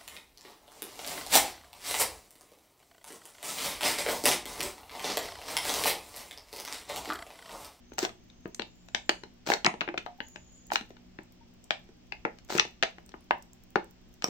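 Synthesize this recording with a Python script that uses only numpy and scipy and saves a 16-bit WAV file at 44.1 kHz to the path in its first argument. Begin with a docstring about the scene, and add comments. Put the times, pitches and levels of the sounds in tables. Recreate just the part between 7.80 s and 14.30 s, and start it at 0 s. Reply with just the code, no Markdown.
"""Faint room air, the far hum of a fridge and fizzing foam are heard throughout. Over them a plastic
bottle is squeezed close to two microphones in a small kitchen, at times with a thin nozzle whistle:
dents in its wall buckle in and out, singly and in crumpling runs, and set its modes ringing.
Bubbles burst on the water, pockets of air ring in it, and the kitchen adds a short reverberation."""
import sys
import numpy as np
from scipy import signal
from scipy.fft import rfft, irfft
from scipy.io import wavfile
from scipy.ndimage import uniform_filter1d

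SR = 44100
rng = np.random.default_rng(int(sys.argv[2]) if len(sys.argv) > 2 else 0)


def bounce(signal):
    """Save signal as a 16-bit WAV file at the path given by the first command-line argument."""
    frames = np.transpose(np.atleast_2d(signal))
    limited = np.clip(frames, -1, 1)
    pcm = np.round(limited * 32767).astype(np.int16)
    wavfile.write(sys.argv[1], SR, pcm)


N = 286593


def amp(db):
    return 10 ** (np.asarray(db) / 20)


def unit_rms(x):
    return x / np.sqrt(np.mean(x ** 2) + 1e-20)


def curve_at(points, hz):
    """Interpolation along a logarithmic frequency axis."""
    f, value = np.transpose(points)
    return np.interp(np.log(hz + 1), np.log(f + 1), value)


def add(mix, start, sound):
    """Superposition: a sound joins the mix at its start in seconds."""
    part = mix[:, round(start * SR):][:, :sound.shape[1]]
    part += sound[:, :part.shape[1]]


def coloured(x, spectrum):
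    """Spectral shaping of white signals, scaled to rms 1."""
    size = x.shape[-1]
    return unit_rms(irfft(rfft(x) * amp(curve_at(spectrum, np.fft.rfftfreq(size, 1 / SR))), size))


def wander(count, span):
    """Slow random modulation of rms 1: noise averaged twice over span samples."""
    return unit_rms(uniform_filter1d(uniform_filter1d(rng.standard_normal(count), span), span))


# Spectrum of the background. Each row: frequency in Hz, relative density in dB.
AIR_SPECTRUM = [(12, -30), (20, 17.5), (94, -23.5), (244, -9.5), (404, -19), (750, -21), (839, -25.5),
                (1510, -29.5), (3140, -27), (4050, -31), (5520, -29), (8170, -40), (9670, -64.5),
                (12500, -52.5), (15200, -42), (16500, -46.5)]
# Likeness of the channels. Each row: frequency in Hz, left-right correlation.
AIR_CORRELATION = [(60, 0.24), (180, 0.53), (550, -0.25), (1650, 0.33), (4970, -0.31), (15000, -0.22)]
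def room_air(level_db=-59, patchy_db=0.5):
    """Partly correlated noise: kitchen air and microphone hiss, in drifting patches."""
    frames, hz = N // 256 + 5, np.fft.rfftfreq(1024, 1 / SR)
    a, b, c, d, patches = rng.standard_normal((frames, 513, 5)).T
    patches = unit_rms(uniform_filter1d(uniform_filter1d(patches, 12, 0), 14, 1))
    correlation = curve_at(AIR_CORRELATION, hz)[:, None]
    left = a + 1j * b
    right = correlation * left + np.sqrt(1 - correlation ** 2) * (c + 1j * d)
    spectra = np.array([left, right]) * amp(curve_at(AIR_SPECTRUM, hz)[:, None] + patchy_db * patches)
    return amp(level_db) * unit_rms(signal.istft(spectra, nperseg=1024, noverlap=768)[1][:, :N])


# Partials of the hum. Each row: frequency in Hz, rms level in dB.
HUM_PARTIALS = [(61, -71), (120, -69.5), (182, -66), (241, -66), (302, -82.5), (361, -77.5)]
def fridge(waver_db=2.5, drift_rad=0.98):
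    """A harmonic series: mains hum and its multiples, each wavering in level and phase."""
    t = np.arange(N) / SR
    return sum(np.sqrt(2) * amp(db + waver_db * wander(N, 3700))
               * np.sin(2 * np.pi * hz * t + drift_rad * wander(N, 2000)) for hz, db in HUM_PARTIALS)


# Spectrum of the fizz. Each row: frequency in Hz, relative density in dB.
FIZZ_SPECTRUM = [(3000, -40), (6500, -12), (9900, -33.5), (15200, -13.5), (16300, -24.5)]
def fizz(level_db=-82, bursts_per_s=54, spread_db=4.0):
    """Shot noise: the smallest bubbles burst at random, each a bright tick."""
    sizes = amp(spread_db * np.minimum(rng.exponential(1, N), 4))
    bursts = sizes * (rng.random(N) < bursts_per_s / SR)
    puff = rng.standard_normal((2, 150)) * np.hanning(150)
    bursts = bursts * amp(2.7 * rng.standard_normal((2, N)))  # uneven between left and right
    ticks = signal.oaconvolve(bursts, puff, axes=1)[:, :N] * (1 + rng.standard_normal((2, N)))
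    return amp(level_db) * coloured(ticks, FIZZ_SPECTRUM)


# Whistles, one list a squeeze. Each row: time in seconds, centre frequency in Hz, level in dB.
WHISTLES = [
    [(.03, 6160, -77), (.17, 6400, -63)],
    [(.32, 6350, -78), (.66, 6350, -73.5), (.86, 6970, -75), (1.2, 7300, -67), (1.4, 6900, -66),
     (1.53, 6660, -86)],
    [(2.41, 6400, -69), (2.47, 6810, -60), (2.68, 6770, -65.5), (2.77, 6970, -58.5), (2.85, 6700, -66),
     (2.91, 6750, -57)],
]
def nozzle(width_hz=300.0, flutter_db=1.0, waver_hz=90.0):
    """Narrow-band resonance: air noise whistles at a pitch that moves with the squeeze."""
    out, pole = np.zeros((2, N)), np.exp(-np.pi * width_hz / SR)
    for squeeze in WHISTLES:
        times, hz, level_db = np.transpose(squeeze)
        t = np.arange(times[0], times[-1], 1 / SR)
        noise = rng.standard_normal((2, len(t))) + 1j * rng.standard_normal((2, len(t)))
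        band = signal.lfilter([1], np.convolve([1, -pole], [1, -pole]), noise)
        pitch = np.interp(t, times, hz) + waver_hz * wander(len(t), 600)
        tone = unit_rms((band * np.exp(2j * np.pi * np.cumsum(pitch) / SR)).real)
        level = amp(np.interp(t, times, level_db) + flutter_db * wander(len(t), 300))
        add(out, times[0], tone * level * signal.windows.tukey(len(t), 0.1))
    return out


def excitation_db(hz, strength_db, dent_hz, below_db, above_db, thump_db, belly_hz=432, bend=0.41):
    """Excitation spectrum of a dent: slopes meet at its pitch; in the bass the belly thumps instead."""
    octaves = np.log2((hz + 1) / dent_hz)
    steepening = 1 - bend + bend * octaves
    wall_db = strength_db + np.where(octaves < 0, below_db, -abs(above_db) * steepening) * octaves
    wall_share = np.clip(np.log2((hz + 1) / belly_hz) + 0.5, 0, 1)
    return wall_share * wall_db + (1 - wall_share) * thump_db


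# Dents snapping. Each row: start in seconds, strength in dB, pitch in Hz, fall in dB per octave below
# it, fall in dB over the first octave above it, belly thump in dB, nominal left-right balance in dB.
DENTS = [(0.119, -71.5, 860, 3, 6.4, -65.5, 4), (0.1336, -86, 8900, 1, 5.5, -78, 6.8),
         (0.1825, -61, 9000, -1.5, 6, -57, 2.5), (0.1887, -48.5, 5900, 5.5, 9.6, -71, 0),
         (0.2275, -57, 5540, 2.0, 17.0, -48, 0.5), (0.2494, -51, 4540, 2.0, 15, -84, 1.2),
         (0.2919, -69, 1290, 22, 3.0, -85, 3), (0.5006, -87, 4820, 2.5, 9.3, -86, 5),
         (0.6561, -66, 1050, -3.5, 9.2, -57, 8.5), (0.746, -61, 7100, 8.5, 11, -92.5, -0.5),
         (0.795, -55.5, 2090, 6, 7.4, -54.6, 5), (0.819, -64, 2760, 9, 7, -90, 7.5),
         (1.085, -81, 7830, -0.5, 6.4, -83.5, 4), (1.1473, -49, 2500, 6.5, 6.1, -60, 4.5),
         (1.2926, -41, 2570, 5, 5.7, -50.5, 1.8), (1.2967, -65.5, 2410, 6, 10, -77, -13.5),
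         (1.435, -70, 2580, -1.5, 6.4, -66.5, 4.5), (1.6713, -59.5, 596, -6, 1.4, -63.2, 1),
         (1.6875, -56, 600, 9, 2.8, -58.0, 6), (1.7006, -60, 7830, -4.5, 9.1, -51, -3),
         (1.7175, -47, 1700, 8, 11, -66, 5.5), (1.7365, -48.2, 3930, 2, 10.5, -55, 3.5),
         (1.7688, -83, 3910, -5, 6.0, -63.2, -7), (1.8459, -44.5, 2170, 9, 5, -59, 1.5),
         (1.8552, -52, 1680, 8, 11, -43.5, 7.5), (1.862, -47.5, 5540, 3.5, 20.5, -68, -3.5),
         (1.8652, -42.5, 2210, 1.5, 26, -78, 3.5), (1.8739, -69, 2090, 11, 8.7, -47, 2.7),
         (1.9394, -62, 600, 1, 3.0, -62, 3.5), (2.0079, -47, 2400, 13, 14.4, -67.5, 1.4),
         (2.0132, -51.5, 1670, 5, 11.3, -59, 6), (2.0766, -58.5, 1290, 3, 12, -62, 7.5),
         (2.0876, -53, 2020, 6, 15, -55.5, 1.5), (2.1411, -58.5, 640, 9, 5.3, -63.2, 4),
         (2.1759, -52.5, 2270, 7, 16.6, -63, 4.5), (2.1788, -52.5, 2580, 13, 8.4, -57, 1),
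         (2.2625, -61.5, 597, -2, 3.4, -96, 8), (2.4034, -56, 1870, 4.5, 14.5, -66, 4.9),
         (2.5589, -66, 1950, 2.5, 5.4, -72, 3), (2.9026, -65, 1290, 6, 8.8, -84, 6),
         (2.9187, -47.5, 600, 7, 3.1, -76, -1.5), (2.9337, -57, 9000, 5.5, 6.0, -59, 6),
         (2.9567, -42.5, 3030, 6.5, 12.0, -63, 2), (2.9649, -66.5, 4190, 8.0, 12, -83.2, -4),
         (3.01, -72, 2240, 3, 3.3, -58.5, 6.5), (3.105, -83.5, 5720, -1.5, 15, -67, 4.5),
         (3.167, -79, 1290, 6, 4.0, -79, 4), (3.3874, -68.5, 1834, 1, 11, -61, 4),
         (3.8406, -73, 8960, 13, 5.0, -91, 2.5), (3.9066, -49, 2800, 1.5, 10, -71, 5.5),
         (4.0897, -92.5, 3910, -4, 1.8, -68.5, -2), (4.3218, -59.0, 2830, 3.0, 18, -76.3, 5.5),
         (4.4509, -45.5, 1005, 10.5, 6.7, -48, 3), (4.5862, -80.5, 4820, 2.5, 6.7, -97, 4.5),
         (4.702, -68, 8400, -3, 10.0, -68.5, 2), (4.723, -72, 8950, -3.0, 8.0, -61, 4.5),
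         (4.7513, -63.5, 1380, -4, 1.0, -46, 4.5), (4.7637, -59.5, 600, 8, 2.7, -59, 4),
         (4.7785, -54.5, 7800, 12.5, 11.0, -64, 12), (4.783, -47, 1690, 12.5, 11, -52.5, 3.8),
         (4.7963, -37.5, 2680, 8.5, 9.4, -64, 2), (4.8505, -65.5, 600, 11, 2, -66.5, 1.3),
         (5.0256, -42.5, 3200, 5.5, 15.3, -63, 3), (5.0328, -46.5, 3650, 0.0, 14, -58, 2.5),
         (5.1827, -69.5, 640, 3, 2.9, -79, 2.3), (5.2912, -77, 5540, 3.5, 7.0, -77, 1.5),
         (5.318, -83, 3650, 4.0, 12, -93, 4.5), (5.34, -63.5, 1286, 12, 16, -60, 4),
         (5.5084, -42, 1930, 2.5, 14.4, -65.5, 2), (5.6235, -72, 9000, 11, 1.2, -83.5, 0),
         (5.9571, -42.5, 865, 9, 5.67, -45, 5.9), (6.422, -59, 2090, 9.5, 5.1, -87, 3),
         (6.4418, -57, 9000, -1.5, 1.0, -56, 0.2), (6.4827, -71.5, 3910, -2.5, 1.1, -53.5, -1),
         (6.4895, -64.5, 1050, 5.0, 4.2, -72.5, 3)]
# Modes of the bottle. Each row: frequency in Hz, relative energy in dB, 60 dB decay time in seconds.
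BOTTLE_MODES = [(207.6, -8, 0.052), (337, -2, 0.036), (412, -3.5, 0.02), (572, -1.5, 0.0095),
                (763, -1.5, 0.019), (913, 0.5, 0.0096), (1355, -2.5, 0.015), (1676, -5.5, 0.0083),
                (1825, 2.5, 0.005), (2250, -1, 0.0057), (2570, -4.5, 0.0046), (2692, -3.5, 0.012),
                (3370, -11, 0.0027), (3960, -5, 0.0051), (4370, -10.5, 0.002), (5000, -8.5, 0.0045),
                (6080, -5, 0.013)]
# Spectrum of a buckle's crack. Each row: frequency in Hz, relative density in dB.
CRACK_SPECTRUM = [(2000, -0.5), (3000, 3.5), (4200, 4.5), (5000, 5), (6500, 5.5), (8500, 2), (9900, -26),
                  (11000, -5.5), (13000, -7), (15400, 0.5), (16300, -38)]
# Balance by pitch. Each row: frequency in Hz, multiplier of a dent's left-right balance.
PAN_WEIGHT = [(250, 1), (600, 0.04), (4000, 3.5), (9000, -0.9)]
def snaps(scatter_db=2.0, detune=0.064, rise_s=0.00069, buckle_s=0.003575, crack_db=34, crack_t60=0.015):
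    """Snap-through buckling: a dent kicks the modes one after another, and its edge cracks as noise."""
    out, t = np.zeros((2, N)), np.arange(2048) / SR
    hz, mode_db, t60 = np.transpose(BOTTLE_MODES)[:, :, None]
    bins = np.fft.rfftfreq(len(t), 1 / SR)
    lag_s = np.array([0.00019, 0])[:, None, None]  # the bottle is nearer the right microphone
    side = np.array([0.5, -0.5])[:, None, None]
    unit_height = np.sqrt(4 * np.log(1000) / t60)  # of a damped sine of energy 1
    for start, *dent, pan_db in DENTS:
        tuning, scatter, phase, skew, order = rng.standard_normal((5, len(hz), 1))
        pitch = hz * (1 + detune * tuning)
        balance_db = side * pan_db * curve_at(PAN_WEIGHT, hz)
        height = unit_height * amp(mode_db + excitation_db(hz, *dent) + scatter_db * scatter + balance_db)
        # short waves leave different parts of the wall and reach the microphones out of phase
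        phase = phase + side * 0.93 * skew * np.tanh(pitch / 850)
        age = np.maximum(t - lag_s - buckle_s * np.tanh(order / 2) ** 2, 0)
        envelope = height * amp(-60 * age / t60) * np.tanh(age / rise_s)
        modes = envelope * np.sin(2 * np.pi * pitch * age + phase)
        # however the modes interfere, the dent spends the same energy
        body = modes.sum(1) * np.linalg.norm(modes) / np.linalg.norm(modes.sum(1))
        noise = rng.standard_normal((3, len(t)))  # shared, left, right
        balance_db = side[:, 0] * pan_db * curve_at(PAN_WEIGHT, bins)
        colour = amp(curve_at(CRACK_SPECTRUM, bins) + excitation_db(bins, *dent) + balance_db)
        crack = irfft(rfft(0.22 * noise[0] + noise[1:]) * colour)
        age = np.maximum(t - lag_s[:, 0], 0)
        add(out, start, body + crack * amp(crack_db - 60 * age / crack_t60) * np.tanh(age / rise_s))
    # so small a body radiates no deep bass
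    return signal.sosfilt(signal.butter(2, 140, "high", fs=SR, output="sos"), out)


# The loudest bubbles. Each row: start in seconds, peak in dB, pitch in Hz, left-right balance in dB.
FOAM_BURSTS = [(0.1381, -45, 6200, -4), (0.6779, -50.5, 15600, 2), (2.485, -44, 6800, -0.5),
               (2.8683, -44.5, 7800, -6), (3.4335, -49, 7750, 0), (3.5225, -51, 14500, 3),
               (3.7385, -56.5, 15500, 4.5), (4.0412, -57.5, 7500, 1), (4.1695, -62, 8400, 1),
               (4.2696, -60, 6400, 8), (4.6485, -49.5, 6710, -7.5), (5.2624, -45.5, 8300, -2.5),
               (5.408, -53.5, 9360, 1.5), (5.583, -51.5, 15400, 3.5), (5.7326, -43, 7500, -1),
               (5.8367, -47, 15550, -8.5), (5.905, -50, 15500, 1), (6.044, -48.5, 8210, -5.5),
               (6.11, -49.5, 15200, -8), (6.34, -49, 6040, 1)]
# Spectrum of a burst's puff. Each row: frequency in Hz, relative density in dB.
PUFF_SPECTRUM = [(3000, -23.5), (7500, -3.5), (10000, -14.5), (12500, -10), (15200, -3.5), (16300, -6.5)]
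def foam(t60=0.0067, rise_s=0.0006):
    """Film rupture: a bursting bubble gives a brief damped tone and a puff of bright noise."""
    out, t = np.zeros((2, N)), np.arange(600) / SR
    puffs = coloured(rng.standard_normal((len(FOAM_BURSTS), 2, len(t))), PUFF_SPECTRUM)
    for (start, peak_db, hz, pan_db), puff in zip(FOAM_BURSTS, puffs):
        tick = (np.sin(2 * np.pi * hz * t) + puff) * amp(-60 * t / t60) * np.tanh(t / rise_s)
        tick /= abs(tick.mean(0)).max()
        add(out, start, tick * amp(peak_db) * amp([[pan_db / 2], [-pan_db / 2]]))
    return out


# The wall crumpling. Each row: start in seconds, length in seconds, creak in dB, rustle in dB.
CRUMPLE_RUNS = [(0.17, 0.11, -40.5, -44.5), (1.654, .11, -37.5, -41.5), (2.904, .075, -46.5, -44),
                (4.682, .12, -39.5, -45.5), (6.41, 0.098, -53, -62)]
# Spectra of the creak and the rustle. Each row: frequency in Hz, relative density in dB.
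CREAK_SPECTRUM = [(71, -46.5), (120, -22), (226, -7.5), (583, -1), (844, -0.5), (1120, -12.5), (1530, -3.5),
                  (1930, -9.5), (5730, -12.5), (8000, -16), (10400, -49), (17600, -120)]
RUSTLE_SPECTRUM = [(2350, -29), (4000, -1.5), (6430, -6.5), (9390, -18.5), (9970, -31.5), (10800, -15.5),
                   (13300, -21), (15200, -6), (16200, -21.5), (16500, -52)]
def crumples(slips_per_s=1700, spread_db=3.5, swell_db=3.5, arch_db=15.5, grip_s=0.016, release_s=0.023,
             shared=0.45, grit=0.45):
    """Friction noise: tiny uneven slips creak through the body while skin and air hiss over it."""
    out, balance_db = np.zeros((2, N)), np.array([[2.5], [-2.5]])
    for start, length, creak_db, rustle_db in CRUMPLE_RUNS:
        t = np.arange(0, length, 1 / SR)
        held = np.clip(np.minimum(t / grip_s, (length - t) / release_s), 0, 1) ** 2
        noise = rng.standard_normal((3, len(t)))  # shared, left, right
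        slips = noise * (rng.random(noise.shape) < slips_per_s / SR) * amp(spread_db * wander(len(t), 49))
        hiss = unit_rms(noise) + grit * unit_rms(slips)
        slips, hiss = (shared * rows[0] + (1 - shared) * rows[1:] for rows in (slips, hiss))
        creak = amp(creak_db + swell_db * (t / length - 0.5) + balance_db) * coloured(slips, CREAK_SPECTRUM)
        rustle = amp(rustle_db - arch_db * (2 * t / length - 1) ** 2) * coloured(hiss, RUSTLE_SPECTRUM)
        add(out, start, (creak + rustle) * held)
    return out


# Pockets of air in the water. Each row: start in seconds, level in dB, first and last pitch in Hz,
# 60 dB decay time in seconds.
AIR_POCKETS = [(0.2308, -5.5, 370, 352, 0.02), (0.5, -42.5, 3700, 3800, 0.015),
               (.8188, -48, 3300, 3700, 0.0069), (2.088, -17, 370, 328, 0.052),
               (2.263, -38.5, 844, 715, 0.18), (2.386, -41, 800, 760, 0.041),
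               (3.609, -52.5, 917, 918, 0.094), (4.09, -46, 428, 455, 0.047),
               (6.4424, -5.5, 5540, 5760, 0.0063), (6.4835, -36, 5640, 5740, 0.0065)]
def gulps(glide_s=0.0081):
    """Bubble resonance: a pocket of air rings as one damped tone that slides as it moves."""
    out, t = np.zeros((2, N)), np.arange(6000) / SR
    for start, level_db, first_hz, last_hz, t60 in AIR_POCKETS:
        hz = last_hz + (first_hz - last_hz) * np.exp(-t / glide_s)
        envelope = amp(level_db - 60 * t / t60) * np.tanh(t * last_hz / 4)
        add(out, start, np.sin(2 * np.pi * np.cumsum(hz) / SR) * envelope * amp([[1.5], [-1.5]]))
    return out


# Decay of the room. Each row: frequency in Hz, reverberation time in seconds.
ROOM_T60 = [(200, 0.24), (600, 0.21), (950, 0.18), (1500, 0.15), (2100, 0.2), (3600, 0.21), (5500, .18),
            (9000, 0.25), (15000, 0.18)]
# Colour of the tail. 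Each row: frequency in Hz, relative gain in dB.
WALL_COLOUR = [(200, -0.5), (750, 4.5), (1500, -2), (2800, -3), (5000, -2), (9000, -2.5), (15000, 1.5)]
def kitchen(near, gap_s=0.0045, late_db=-37.5, late_t60=1.0, crossfade_hz=3.1):
    """Reverberation: sparse reflections of random sign decay band by band; three tails take turns."""
    out, size = np.zeros((2, N)), SR * 2 // 5
    grid = np.arange(round(gap_s * SR), size - 20, 20)
    open_side = near[:1]  # the walls return the bottle's open side to both microphones
    for turn in range(3):
        taps, shape = np.zeros((2, size)), (2, len(grid))
        np.put_along_axis(taps, grid + rng.integers(0, 20, shape), rng.choice([-1., 1.], shape), 1)
        hz, t, spectra = signal.stft(taps, SR, nperseg=256)
        decay = amp(-60 * t / curve_at(ROOM_T60, hz)[:, None])
        decay += amp(late_db - 60 * t / late_t60)  # the rooms beyond the door ring on faintly
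        tail = signal.istft(spectra * decay * amp(curve_at(WALL_COLOUR, hz)[:, None]), SR, nperseg=256)[1]
        weight = np.sqrt(2 / 3) * np.cos(2 * np.pi * (np.arange(N) / SR * crossfade_hz + turn / 6))
        out += signal.fftconvolve(open_side * weight, tail / np.linalg.norm(tail[0]), axes=1)[:, :N]
    return out


def centred_bass(x, corner_hz=380.0):
    """Low-frequency coherence: long waves reach both microphones alike."""
    lowpass = 1 / (1 + (np.fft.rfftfreq(N, 1 / SR) / corner_hz) ** 4)
    bass_side = irfft(rfft(x[0] - x[1]) * lowpass, N) / 2
    return x - np.array([bass_side, -bass_side])


def scene(reverb_db=-8.5):
    """Superposition of the background, the whistle, and the bottle with its reverberation."""
    near = fizz() + snaps() + foam() + crumples() + gulps()
    bottle = centred_bass(near + amp(reverb_db) * kitchen(near))
    return room_air() + fridge() + nozzle() + bottle


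def record(dry, edge_hz=16500):
    """Band limiting: a steep low-pass filter removes the highest treble."""
    return signal.oaconvolve(dry, signal.firwin(511, edge_hz, window=("kaiser", 9), fs=SR)[None], "same")


dry = scene()
out = record(dry)
bounce(out)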